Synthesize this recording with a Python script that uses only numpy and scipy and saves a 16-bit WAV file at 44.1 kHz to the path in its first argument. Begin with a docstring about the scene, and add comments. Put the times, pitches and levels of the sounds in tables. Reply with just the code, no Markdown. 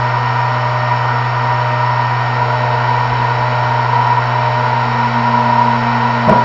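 """On a wooden bench, a hand tilts an old electric gyro horizon at full speed close to a small microphone.
The rotor's unbalance hums, the AC supply and the ball races whine: all three are fluttering sine tones.
Balls on rough races, as filtered noise, rush and make the case ring in chattering bursts.
Dull noise rubs mark the case in the hand, and a lower race tone comes up once it is held still.
Near the end the case knocks on the bench: short pushes into damped modes, with a diffuse room tail."""
import sys
import numpy as np
from scipy import signal
from scipy.fft import rfft, irfft
from scipy.io import wavfile
from scipy.ndimage import uniform_filter1d

SR = 44100
rng = np.random.default_rng(int(sys.argv[2]) if len(sys.argv) > 2 else 0)


def store_pcm(level_fs):
    """Save levels as 16-bit WAV."""
    pcm = np.round(np.clip(level_fs, -1, 1) * 32767).astype(np.int16)
    wavfile.write(sys.argv[1], SR, np.atleast_2d(pcm).T)


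N = 284004

T = np.arange(N) / SR  # s
FREQ = np.maximum(np.arange(N // 2 + 1) * SR / N, 1)  # Hz

# the hand turns the case nearly upright: [t/s, lean 0-1]
LEAN_PATH = [(1.95, 1), (2.55, 0.12)]
STILL_S, SETTLE_S = 4.52, 0.57  # the case is held still from here, and settles over this time

# rubs of the case in the hand: [t/s, length/s, peak level/dB]
HAND_RUBS = [(.2, .04, -37), (1.5, .05, -38), (3.04, .035, -35), (3.13, .04, -30.5), (3.21, .03, -31),
             (3.41, .025, -32.5), (3.64, .03, -35)]
# colour of those rubs: [f/Hz, relative level/dB per Hz]
RUB_OUTLINE = [(20, -8), (55, 0), (130, -5), (200, -8), (330, -6), (700, -22), (3000, -60)]

# the case rocks onto the bench: [t/s, relative level/dB, contact time/s, f/Hz favoured by the struck spot]
BENCH_KNOCKS = [(6.278, 9.5, 0.0015, 140), (6.286, 3.5, 0.00051, 990), (6.294, 8.5, 0.00061, 640),
                (6.313, 11, 0.00092, 446), (6.327, 4.5, 0.00041, 1000)]
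# modes of case and bench top, damped by the hand: [f/Hz, relative level/dB, t60/s]
BENCH_MODES = [(138, -28.5, 0.17), (194.3, -12, 0.11), (350, -23, 0.032), (460, -19.5, 0.055),
               (650, -8.5, 0.062), (800, -9.5, 0.04), (1015, -13, 0.063), (1430, -14, 0.043),
               (1800, -27.5, .04)]

ROTOR_HZ, SUPPLY_HZ, RACE_HZ = 122.45, 440.1, 234.75
# orders of the shaft: [multiple of ROTOR_HZ, level/dB re unbalance, flutter 0-1]
SHAFT_ORDERS = [(1, 0, .025), (2, -21, .15), (3, -24, .15)]
# magnetic pull in the stator: [multiple of SUPPLY_HZ, level/dB re supply, flutter 0-1]
STATOR_ORDERS = [(1, -13, .1), (2, 1, .15), (4, -21, .2)]
# a magnetic slip tone, its beat rate, and a moment when the beat is loudest
SLIP_HZ, BEAT_HZ, BEAT_TOP_S = 613.4, 1.064, .76

# balls passing over the outer race: [multiple of RACE_HZ, upright level/dB,
# change at full lean/dB, change when held still/dB, flutter 0-1]
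RACE_ORDERS = [(2, -35.5, -5, -2, 0.6), (3, -36, -5.5, -1.5, 0.8), (4, -23.5, 1, 1.5, 0.42)]
# steady tones of bearings and motor: [f/Hz, upright level/dB, change at full lean/dB, flutter 0-1]
WHINE_TONES = [(99.8, -47, 0, .1), (241.4, -43, -2, .15), (491.2, -44, -2, .4), (704.9, -38, -3, .4),
               (765.8, -31.5, 1, .12), (854.6, -39, 0, .3), (861.3, -42, 4, .3), (971.5, -23.5, -3, .45),
               (1017.4, -35, 0, .4), (1181.6, -41, 6, .25), (1205.9, -39, 8, .2), (1320.3, -37, 5.5, .2),
               (1410.4, -42, 0, .5), (1845.1, -31.7, 1, .2), (1928.6, -47, 0, .3), (1954.1, -38, 0, .15),
               (1962.2, -44, 0, .2), (2063.2, -43, 0, .2), (2087.4, -51, 0, .3), (2248.9, -48.5, 0, .2),
               (2332, -41.5, 0, .3), (2565.1, -51, 0, .2), (2663.4, -51, 0, .2), (2950, -48, 0, .15),
               (3072.5, -52, 0, .2), (4293.2, -56, 0, .2), (5029.3, -59, 0, .2), (5408.9, -56, 0, .2),
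               (5437.1, -57, 0, .2), (5496.4, -59, 0, .2), (6350.9, -71, 0, .3), (6718.4, -60.5, 0, .15),
               (7206.9, -67, 0, .2)]
# a high bearing tone is chopped once a turn into sidebands; their strength: [f/Hz, level/dB]
COMB_OUTLINE = [(2440, -54), (2810, -55), (3050, -47), (3180, -59), (3780, -58), (4100, -65), (4400, -57),
                (4900, -61)]
COMB_HZ = 3053.7

# main resonances of the case: [f/Hz, width/Hz, relative level/dB]
CASE_RING = [(963, 47.4, -8.5), (977.2, 14.2, -8.5)]
# broader panel resonances: [f/Hz, width/Hz, upright level/dB re rush, change at full lean/dB]
CASE_PANELS = [(485.3, 24, -39, -1), (700, 70, -33.5, -2.5), (1413, 244, -27.5, 1), (3923, 280, -43, -3.5),
               (5340, 210, -47, 2)]
# colour of the rush of the ball races: [f/Hz, relative level/dB per Hz]
RUSH_OUTLINE = [(20, -3.5), (45, -5), (150, -9), (330, -9), (560, -0.5), (820, 1.5), (1080, 6.5),
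                (1250, -3), (1530, -6.5), (1680, -5.5), (2200, -4.5), (3000, -10.5), (3400, -15),
                (4170, -20.5), (4400, -13), (4850, -17), (5100, -23.5), (5750, -21.5), (6050, -33.5),
                (7400, -34.5)]
# bursts of ball chatter that make the case sing: [t/s, length/s, ringing level/dB before RING_NOISE]
CHATTER_BURSTS = [(0.307, 0.17, -19.5), (0.871, 0.08, -17), (1.488, 0.064, -16), (1.826, 0.2, -17),
                  (2.594, 0.11, -17.5), (2.851, 0.1, -18.5), (3.208, 0.13, -19), (3.777, 0.054, -15.5),
                  (3.96, 0.24, -14.5), (4.372, 0.15, -18), (4.714, 0.12, -18), (5.237, 0.56, -16)]
CHATTER_ATTACK_S, CHATTER_RELEASE_S = .025, .03
# waver of the ringing between bursts: rate limit, signed swing upright, change of swing at full lean;
# the size of the swing is smaller while the case leans
WAVER_HZ, WAVER_DB, WAVER_LEAN_DB = 4.1, -1.46, 2
RING_NOISE = 0.77  # amplitude share of the ringing given to its noise

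# how the case passes on each vibration: (upright level/dB, change at full lean/dB, change when held still/dB)
UNBALANCE_DB = (-18.5, 0, -2)
SUPPLY_DB = (-25, -9, -0.2)
RACE_DB = (-37.5, -5.5, 16)
RUSH_DB = (1, -1, 0.6)
RING_DB = (-19.5, -1.5, 0.5)

MIC_HZ, TOP_HZ = 7350, 16000  # upper edges of the microphone and of the final low-pass


def undb(db):
    """Decibels to gain."""
    return 10 ** (np.asarray(db) / 20)


def unit(x):
    """Scale to spread 1, so that later gains set the level."""
    return x / np.std(x)


def curves(table):
    """The columns of a table, joined by straight lines in time."""
    times, *columns = np.transpose(table)
    return [np.interp(T, times, column) for column in columns]


def colour(points, hz):
    """Gain at hz of an outline, straight in dB over log frequency."""
    f, db = np.transpose(points)
    return undb(np.interp(np.log(hz), np.log(f), db))


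def resonance(hz, width_hz):
    """Frequency response of one damped mode."""
    return 1 / (1 + 1j * hz / width_hz * (FREQ / hz - hz / FREQ))


def noise(response):
    """Noise of rms 1 with the given frequency response."""
    spectrum = rfft(rng.standard_normal(N)) * response
    return unit(irfft(spectrum, N))


def wander(rate_hz):
    """Smooth chance of spread 1, mostly slower than rate_hz."""
    return noise(1 / (1 + (FREQ / rate_hz) ** 2))


def tone(hz, flutter, clock, flutter_hz=9):
    """A line of rms 1 whose size and phase flutter by chance."""
    steps = np.arange(0, T[-1] + 1, .5 / flutter_hz)
    draws = rng.standard_normal((2, len(steps)))
    in_phase, quadrature = (np.interp(T, steps, row) for row in draws)
    phase = 2 * np.pi * (hz * clock + rng.random())
    return unit((1 + flutter * in_phase) * np.sin(phase) + flutter * quadrature * np.cos(phase))


def posture(upright_db, lean_db, still_db):
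    """Level in dB of one vibration while the case leans, comes upright and is held still."""
    lean, = curves(LEAN_PATH)
    still = np.clip((T - STILL_S) / SETTLE_S, 0, 1)
    return upright_db + lean * lean_db + still * still_db


def handling():
    """Dull rubs of the case in the hand: coloured noise under short swells of pressure."""
    pressure = sum(undb(db) * np.exp(-((T - s) / length) ** 2) for s, length, db in HAND_RUBS)
    return pressure * noise(colour(RUB_OUTLINE, FREQ))


def knocks(tail_db=-22, tail_t60=0.57, spot_db=6):
    """Each contact is a short push into the modes of case and bench, with a diffuse tail from the room."""
    t = T[:SR // 2]
    out = np.zeros(N)
    air = colour([(60, -34), (170, 5), (300, -2.5), (480, 10.5),
                  (1000, 6), (1600, -9), (4000, -21), (8000, -58)], FREQ)
    for s, db, contact, spot_hz in BENCH_KNOCKS:
        body = 0
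        for hz, mode_db, t60 in BENCH_MODES:
            # modes near the pitch of the struck spot ring louder
            boost_db = spot_db * np.exp(-(np.log(hz / spot_hz) / 0.16) ** 2)
            body = body + undb(mode_db + boost_db - 60 * t / t60) * np.cos(2 * np.pi * hz * t)
        room = undb(tail_db - 60 * t / tail_t60) * noise(air)[:len(t)]
        # a longer contact softens the treble
        push = np.exp(-np.pi * ((T - s) / contact) ** 2)
        out += undb(db) * signal.fftconvolve(push / push.sum(), body + room)[:N]
    return out


def motor(clock, unbalance_db, supply_db, slip_db=-29.0, beat_depth=0.74):
    """The unbalanced rotor shakes the case once a turn; the stator sings at the supply's multiples."""
    hum = sum(undb(db) * tone(k * ROTOR_HZ, flutter, clock) for k, db, flutter in SHAFT_ORDERS)
    stator = sum(undb(db) * tone(k * SUPPLY_HZ, flutter, T) for k, db, flutter in STATOR_ORDERS)
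    beat = np.abs(1 + beat_depth * np.exp(2j * np.pi * BEAT_HZ * (T - BEAT_TOP_S)))
    slip = unit(beat * tone(SLIP_HZ, .08, clock))
    return undb(unbalance_db) * hum + undb(supply_db) * stator + undb(slip_db) * slip


def bearings(clock, race_db, ring_db):
    """Ball-pass tones, the whine, and sidebands spaced by the shaft rate."""
    swell = undb(ring_db - ring_db.mean())
    lines = [(k * RACE_HZ, posture(db, lean_db, still_db), flutter)
             for k, db, lean_db, still_db, flutter in RACE_ORDERS]
    lines += [(hz, posture(db, lean_db, 0), flutter) for hz, db, lean_db, flutter in WHINE_TONES]
    out = undb(race_db) * tone(RACE_HZ, 0.12, clock)
    ring_hz, ring_width_hz, _ = CASE_RING[0]
    for hz, db, flutter in lines:
        # tones that sit on the first case resonance swell with it
        on_ring = abs(hz - ring_hz) < ring_width_hz
        out += undb(db) * tone(hz, flutter, clock) * (swell if on_ring else 1)
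    for hz in COMB_HZ + ROTOR_HZ * np.arange(-5, 16):
        out += colour(COMB_OUTLINE, hz) * tone(hz, .2, clock)
    return out


def chatter():
    """Level in dB of the ringing: it wavers at rest, goes to each burst's level, holds and returns."""
    lean, = curves(LEAN_PATH)
    swing_db = WAVER_DB + lean * WAVER_LEAN_DB
    ring_db = posture(*RING_DB) + swing_db * np.tanh(wander(WAVER_HZ))
    for s, length, db in CHATTER_BURSTS:
        rise = np.clip((T - s) / CHATTER_ATTACK_S + .5, 0, 1)
        fall = np.clip((s + length - T) / CHATTER_RELEASE_S + .5, 0, 1)
        ring_db = ring_db + rise * fall * (db - ring_db)
    return ring_db


def rolling(clock, ring_db, rush_db):
    """Balls on rough races drive the case's resonances, a little harder once each turn."""
    lean, = curves(LEAN_PATH)
    ring = sum(undb(db) * noise(resonance(hz, width) * resonance(hz, 4 * width))
               for hz, width, db in CASE_RING)
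    # even out the slow surges over 1/8 s, keep the quick flutter; ring_db then sets the slow level
    ring = ring / np.sqrt(uniform_filter1d(ring ** 2, size=SR // 8))
    panels = sum(undb(db + lean * lean_db) * noise(resonance(hz, width) ** 2)
                 for hz, width, db, lean_db in CASE_PANELS)
    rush = undb(-24) * noise(colour(RUSH_OUTLINE, FREQ))
    load = 1 + .05 * np.sin(2 * np.pi * ROTOR_HZ * clock)
    return load * (RING_NOISE * undb(ring_db) * ring + undb(rush_db) * (panels + rush))


def scene():
    """The heavy rotor keeps its speed almost exactly; all turning parts share its clock."""
    clock = T + np.cumsum(.0002 * wander(0.67)) / SR
    ring_db = chatter()
    hum = motor(clock, posture(*UNBALANCE_DB), posture(*SUPPLY_DB))
    whine = bearings(clock, posture(*RACE_DB), ring_db)
    rattle = rolling(clock, ring_db, posture(*RUSH_DB))
    return (handling() + knocks() + hum + whine + rattle)[None]


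def record(dry):
    """A narrow-band microphone rounds the peaks; the loudest are flattened after its low-pass."""
    rounded = dry / (1 + (dry / 1.2) ** 6) ** (1 / 6)
    mic_band = signal.ellip(10, .2, 80, MIC_HZ, fs=SR, output="sos")
    heard = signal.sosfilt(mic_band, rounded)
    clipped = heard / (1 + (heard / .96) ** 60) ** (1 / 60)
    top_band = signal.ellip(8, .2, 70, TOP_HZ, fs=SR, output="sos")
    return signal.sosfilt(top_band, clipped)


dry = scene()
out = record(dry)
store_pcm(out)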